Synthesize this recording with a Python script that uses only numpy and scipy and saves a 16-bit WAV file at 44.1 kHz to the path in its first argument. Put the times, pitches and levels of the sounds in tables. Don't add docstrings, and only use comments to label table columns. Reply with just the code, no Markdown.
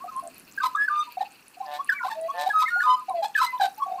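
import sys
import numpy as np
from scipy import signal
from scipy.fft import rfft, irfft
from scipy.io import wavfile
from scipy.ndimage import uniform_filter1d

SR = 44100
rng = np.random.default_rng(int(sys.argv[2]) if len(sys.argv) > 2 else 0)


def to_wav(sig):
    pcm = np.clip(np.atleast_2d(sig), -1, 1) * 32767
    pcm = np.round(pcm).astype(np.int16)
    wavfile.write(sys.argv[1], SR, pcm.T)


def natural_amplitude(level_db):
    exponent = np.asarray(level_db, float) / 20
    return 10 ** exponent


N = 176400

# frequency in Hz, level in dB.
GARDEN_CURVE = [
    (24, -79),
    (55, -27),
    (202, -1),
    (1560, 5.5),
    (2510, -7),
    (15500, -7.5),
]
# start in seconds, peak in dB, frequency in Hz.
DROPS = [(0.1645, -28.5, 8860), (0.197, -34, 9160), (0.2369, -33, 9100), (0.2751, -25.5, 7600),
         (0.3447, -34, 8910), (0.3816, -28, 11470), (0.3977, -30, 9380), (0.7598, -31, 7150),
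         (1.1228, -29, 12200), (1.3214, -38, 7500), (1.482, -31.5, 9090), (1.8458, -26, 8910),
         (1.8746, -34, 10500), (2.2131, -29.5, 8800), (2.6874, -33, 7740), (3.0967, -30.5, 8460),
         (3.2834, -33, 7300), (3.7808, -29, 12350)]
# start in seconds, peak in dB,
# frequency in Hz.
PLINKS = [(1.1078, -45, 4110), (1.123, -38, 3980), (1.3942, -49, 2440), (1.4247, -44, 2400),
          (1.5165, -51, 2540), (1.537, -53, 2800), (1.6624, -35, 4270), (3.5795, -38, 3250)]

# start in seconds, length in seconds, peak
# in dB, start pitch in Hz, end pitch in Hz.
EVEN_NOTES = [(0.0, 0.047, -35.5, 1010, 1187), (0.04, 0.016, -27, 734, 717),
              (0.075, 0.031, -34, 1220, 1310), (0.575, 0.0166, -22, 1572, 1655),
              (0.6, 0.014, -23, 1526, 1550), (0.69, 0.081, -45, 1037, 1004),
              (0.748, 0.015, -20, 1202, 1203), (0.878, 0.015, -17.1, 1630, 1437),
              (0.89, 0.15, -19, 1190, 1218), (1.205, 0.018, -18, 839, 727), (1.224, 0.011, -23, 834, 844),
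              (1.568, 0.0194, -41, 723, 733), (1.62, 0.0328, -38, 1073, 1020),
              (1.828, 0.044, -46.5, 1110, 1183), (1.915, 0.024, -20.5, 1503, 1497),
              (1.91, 0.063, -41, 1030, 1210), (1.995, 0.032, -28, 1500, 1360),
              (2.005, 0.0222, -34, 1080, 966), (2.028, 0.012, -24.5, 1557, 1269),
              (2.062, 0.013, -25.5, 706, 824), (2.078, 0.016, -23.5, 980, 1160),
              (2.099, 0.02, -31.5, 900, 874), (2.116, 0.023, -26, 884, 896),
             (2.098, 0.0394, -39.5, 1800, 1834), (2.46, 0.025, -18.5, 716, 806),
             (2.618, 0.022, -19.5, 990, 1038), (2.678, 0.021, -25, 1796, 1880),
             (2.803, 0.0088, -18, 1730, 1688), (3.099, 0.039, -30, 1106, 964),
             (3.134, 0.087, -21.5, 709, 645), (3.35, 0.02, -14, 1782, 1620),
             (3.374, 0.021, -18.5, 1530, 1550), (3.39, 0.01, -20, 1268, 1247),
             (3.4, 0.0157, -15, 1319, 1305), (3.425, 0.017, -19.5, 1347, 1298),
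             (3.412, 0.019, -15.5, 1004, 1063), (3.433, 0.025, -18.5, 1031, 970),
             (3.459, 0.067, -32.5, 2069, 2014), (3.775, 0.0425, -36, 853, 871),
             (3.815, 0.0298, -17, 1073, 1132)]
# start in seconds, length in seconds, peak in dB, start pitch in Hz, end pitch in Hz.
FADES = [(0.058, 0.022, -36.5, 710, 750), (0.655, 0.022, -17, 1026, 988), (0.762, 0.017, -23, 1290, 1280),
         (1.17, 0.019, -25.5, 740, 756), (1.898, 0.017, -16, 1670, 1650), (2.035, 0.026, -26, 964, 1090),
         (2.49, 0.0076, -23, 782, 880), (2.632, 0.021, -16, 1250, 1292), (2.758, 0.032, -32.5, 713, 860),
         (2.836, 0.1073, -18.5, 1243, 1222), (2.965, 0.052, -31, 1233, 1227), (3.102, 0.023, -25, 757, 750),
         (3.245, 0.022, -20.5, 871, 829.1), (3.855, 0.042, -35, 1118, 1120)]
# start in seconds, length in seconds, peak in dB, start pitch in Hz, end pitch in Hz.
ASIDES = [(.11, .06, -37, 1080, 1020), (1.068, .03, -39, 1000, 950), (1.198, .04, -43, 1800, 1850),
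          (1.883, .008, -43, 3200, 2100), (1.982, .014, -32, 2150, 1800), (2.064, .014, -36, 1500, 1520),
          (2.112, .01, -31, 1720, 1700), (2.816, .017, -19, 1440, 1490), (2.825, .015, -33, 1100, 1230),
          (3.0, .04, -37, 1020, 1030), (3.343, .01, -38, 3700, 2000), (3.363, .045, -39, 2550, 2500)]
# start in seconds, length in seconds, peak in dB, start pitch in Hz, end pitch in Hz.
SWELLS = [(0.15, 0.055, -25.5, 1042, 1073), (0.6, 0.047, -28.5, 1122, 1257),
          (0.615, 0.048, -22.5, 1213, 1292), (0.632, 0.016, -18, 1078, 998), (0.762, 0.1, -19, 1644, 1718),
          (1.6, 0.0216, -27, 780.6, 780), (1.62, 0.062, -37.5, 805, 754), (1.785, 0.033, -21.5, 1046, 1156),
          (1.889, 0.015, -12.5, 1897, 1580), (1.935, 0.063, -32.5, 2356, 2250),
          (2.045, 0.018, -23.5, 757, 777), (2.145, 0.14, -26.5, 632, 667), (2.28, 0.039, -23.5, 1068, 1132),
          (2.495, 0.027, -20, 1733, 1635), (2.525, 0.11, -16, 1279, 1255), (2.65, 0.034, -25.5, 1976, 2230),
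          (2.697, 0.13, -19.5, 1427, 1437), (2.85, 0.11, -15, 1012, 1011), (3.08, 0.022, -22.5, 732.3, 800),
          (3.218, 0.03, -19.5, 849, 782), (3.52, 0.056, -23.5, 1013, 992.2),
          (3.795, 0.037, -27, 1148, 1106), (3.975, 0.14, -22, 1074, 1090)]
# start in seconds, length in seconds, peak in dB, start pitch in Hz, end pitch in Hz.
THROBS = [(3.597, .016, -19, 800, 786), (3.613, 0.016, -14.5, 788, 798), (3.625, 0.019, -16, 801, 729),
          (3.643, 0.013, -15.5, 760, 778), (3.653, .02, -21, 774, 774), (3.674, 0.021, -33, 788, 756),
          (3.592, 0.0144, -36, 1690, 1640), (3.607, 0.011, -23, 1663, 1540),
          (3.615, 0.014, -37, 1618, 1715), (3.633, 0.038, -33, 1610, 1487), (3.86, 0.014, -29, 745, 750),
          (3.874, 0.022, -28.5, 753, 767), (3.895, 0.016, -27, 713, 740), (3.912, 0.01826, -23.5, 738, 728),
          (3.933, 0.017, -24, 725, 745), (3.952, .015, -26, 774, 764), (3.97, 0.0205, -32, 733, 783)]
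# start in seconds, length in seconds, peak in dB, pitch in Hz, throbs per second.
TRILLS = [
    (0.222, 0.071, -29, 682, 76.7),
]
# start in seconds, length in seconds, level in dB.
HOARSE = [(0.615, 0.079, -38.5), (1.189, 0.054, -49.5), (1.702, 0.0924, -46), (2.019, 0.15, -47),
          (2.373, 0.081, -39), (2.442, 0.073, -44.5), (2.584, 0.063, -38), (3.216, 0.061, -40),
          (3.344, 0.073, -39.5), (3.395, 0.088, -33.5), (3.586, 0.1, -38), (1.906, 0.046, -46.5),
          (2.497, 0.06, -50.5), (2.654, 0.082, -49.5), (2.799, 0.08, -45)]
# centre in Hz, width in Hz, level in dB.
PIPE = [
    (1800, 2600, 1.5),
    (3830, 930, 4.5),
    (4930, 2250, -5.5),
    (8240, 2000, -8),
    (12280, 2900, -5),
]
# start in seconds, length in seconds, peak in dB, start beat in Hz, end beat in Hz.
RASPS = [
    (1.639, 0.1535, -39, 136.7, 147),
    (2.318, 0.15, -33.5, 219.3, 140.8),
]
# centre in Hz, width in Hz, level in dB.
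THROAT = [
    (752, 314, 5),
    (1732, 119, -2),
    (3030, 1600, -24),
]

SWELL_SKEW, EVEN_SKEW, FADE_SKEW = 1.5, 1.05, .65


def walk(rate, size=N):
    k = int(SR / rate)
    steps = rng.standard_normal(int(4.2 * rate) + 2)[:size // k + 2]
    stairs = np.repeat(steps, k)
    return 2.25 * uniform_filter1d(uniform_filter1d(stairs, k), k)[:size]


def shaped(x, gain):
    x = irfft(rfft(x) * gain(np.fft.rfftfreq(N, 1 / SR) + 1), N)
    return x / x.std()


def coloured(gain):
    return shaped(rng.standard_normal(N), gain)


def peaks(hz, table):
    return np.sqrt(sum(natural_amplitude(db) ** 2 / (1 + (2 * (hz - f) / w) ** 2) ** 2 for f, w, db in table))


def add(out, at, x):
    i = max(int(at * SR), 0)
    out[i:i + len(x)] += x[:N - i]


def hump(length, skew):
    u = np.linspace(0, 1, int(length * SR))
    flat = 0.9 + length / 0.073
    arch = np.abs(np.sin(np.pi * u ** skew)) ** 1.1
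    return u, np.tanh(flat * arch) / np.tanh(flat)


def garden():
    f, db = np.array(GARDEN_CURVE).T
    hiss = coloured(lambda hz: natural_amplitude(np.interp(np.log(hz), np.log(f), db, right=-60)))
    passing = np.exp(-((np.arange(N) / SR - .35) / 0.35) ** 2)
    traffic = natural_amplitude(-65.5 + 6.7 * passing) * coloured(lambda hz: peaks(hz, [(257.6, 207, 0)]))
    throb = natural_amplitude(-60 + walk(6.8) + 2.65 * walk(60))
    insects = throb * coloured(lambda hz: peaks(hz, [(2587, 538, 2), (4360, 660, -3.5)]))
    return natural_amplitude(-56 + walk(1.205)) * hiss + traffic + insects


def water():
    ticks_per_s, tick_db, spread_db, drop_db = 200, -46.5, 2.4, 4.5
    surge = walk(6.24)
    bubbles = []
    for when, rarity, size, damping in rng.random((int(4 * ticks_per_s), 4)):
        db = tick_db + 2 * surge[int(when * N)] - spread_db * np.log(rarity)
        bubbles.append((4 * when, db, 13500 / 3.15 ** size ** 2.06, damping))
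    bubbles += [(at, db + drop_db, hz, .4) for at, db, hz in [*DROPS, *PLINKS]]
    out, t = np.zeros(N), np.arange(400) / SR
    for at, db, hz, damping in bubbles:
        decay = t * hz / (2 + 6 * damping ** 2)
        glide = 1 + 0.052 * np.minimum(decay, 2)
        ring = np.sin(2 * np.pi * hz * t * glide)
        add(out, at, natural_amplitude(db) * decay ** .5 * np.exp(-decay) * ring)
    return out


def tone(hz):
    return 2 * np.pi * np.cumsum(hz * (1 + 0.0015 * walk(91, len(hz)))) / SR


def flute(env, hz, db):
    size = len(env)
    phase = tone(hz) + 2 * np.pi * rng.random()
    env = env * natural_amplitude(.5 * walk(50, size) + .5 * walk(260, size))
    bloom = env ** 2 * np.linspace(.3, 1.2, size) ** 2
    effort_db = 0.86 * (db + 14.5)
    x = env * np.sin(phase)
    for k in range(2, 11):
        even_cut = -6.5 * ((k % 2 == 0) + (k == 2))
        k_db = -26 - 2 * k + even_cut + 9 * peaks(k * hz, PIPE)
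        level = natural_amplitude(k_db + effort_db + 2.42 * walk(150, size)) * (k * hz < 15500)
        x = x + level * bloom * np.sin(k * phase)
    return natural_amplitude(db) * x


def notes():
    out = np.zeros(N)
    even = [*EVEN_NOTES, *THROBS, *ASIDES]
    for table, skew in ((even, EVEN_SKEW), (FADES, FADE_SKEW), (SWELLS, SWELL_SKEW)):
        for at, length, db, hz0, hz1 in table:
            u, env = hump(length, skew)
            add(out, at, flute(env, hz0 + (hz1 - hz0) * u, db))
    return out


def trills():
    out = np.zeros(N)
    for at, length, db, hz, rate in TRILLS:
        u, env = hump(length, EVEN_SKEW)
        throb = 0.26 + np.sin(np.pi * rate * u * length) ** 2
        add(out, at, flute(env * throb * 0.55, hz * (1.02 - u / 25), db))
    return out


def hoarse(song):
    env, crest = np.zeros(N), np.zeros(N)
    for at, length, db in HOARSE:
        shape = hump(length, EVEN_SKEW)[1]
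        add(env, at, natural_amplitude(db) * shape ** 2)
        add(crest, at, natural_amplitude(db) * shape ** 6)
    z = signal.hilbert(song)
    slaps = np.exp(60 * (np.cos(np.angle(z)) - 1)) * natural_amplitude(4 * walk(400))
    effort = np.abs(z) / (uniform_filter1d(np.abs(z), 1500) + 1e-4)
    drive = np.tanh(effort ** .5 * slaps * (1 + .8 * rng.standard_normal(N)))
    low = shaped(drive, lambda hz: peaks(hz, PIPE[:3]) * hz / (hz + 3000))
    high = natural_amplitude(-9.5) * shaped(drive, lambda hz: peaks(hz, PIPE[3:]))
    puff = natural_amplitude(-37) * coloured(lambda hz: peaks(hz, [(45, 99, 0)]))
    return env * low + crest * (high + puff)


def rasps():
    out, rasp_hz = np.zeros(N), 883
    for at, length, db, hz0, hz1 in RASPS:
        u, env = hump(length, SWELL_SKEW)
        beat_hz = hz1 + (hz0 - hz1) * (1 - u) ** 2
        mid, beat = tone(np.full(len(u), rasp_hz)), tone(beat_hz)
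        buzz = np.zeros(len(u))
        for k in range(1, 8):
            for j in range(-2, 3):
                level = peaks(k * rasp_hz + j * beat_hz, THROAT) * natural_amplitude(1.3 * walk(90, len(u)))
                buzz += level * np.sin(k * mid + j * beat)
        add(out, at, natural_amplitude(db) * env ** 2 * buzz)
    return out


def echo(near):
    t = np.arange(int(.3 * SR)) / SR
    tail = rng.standard_normal(len(t)) * np.exp(-np.log(1000) * t / .2) * (t > .006)
    return natural_amplitude(-10.5) * signal.fftconvolve(near, tail / np.linalg.norm(tail))[:N]


def scene():
    song = notes() + trills() + rasps()
    haze = 1 + natural_amplitude(-28) * walk(700)
    near = song * haze + hoarse(song) + water()
    return (near + echo(near) + garden())[None]


def roll_off(x):
    return signal.sosfilt(signal.butter(12, 15800, fs=SR, output="sos"), x)


def record(dry):
    mix = signal.sosfilt(signal.ellip(8, .2, 60, 15600, fs=SR, output="sos"), dry)
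    return roll_off(mix)


dry = scene()
out = record(dry)
to_wav(out)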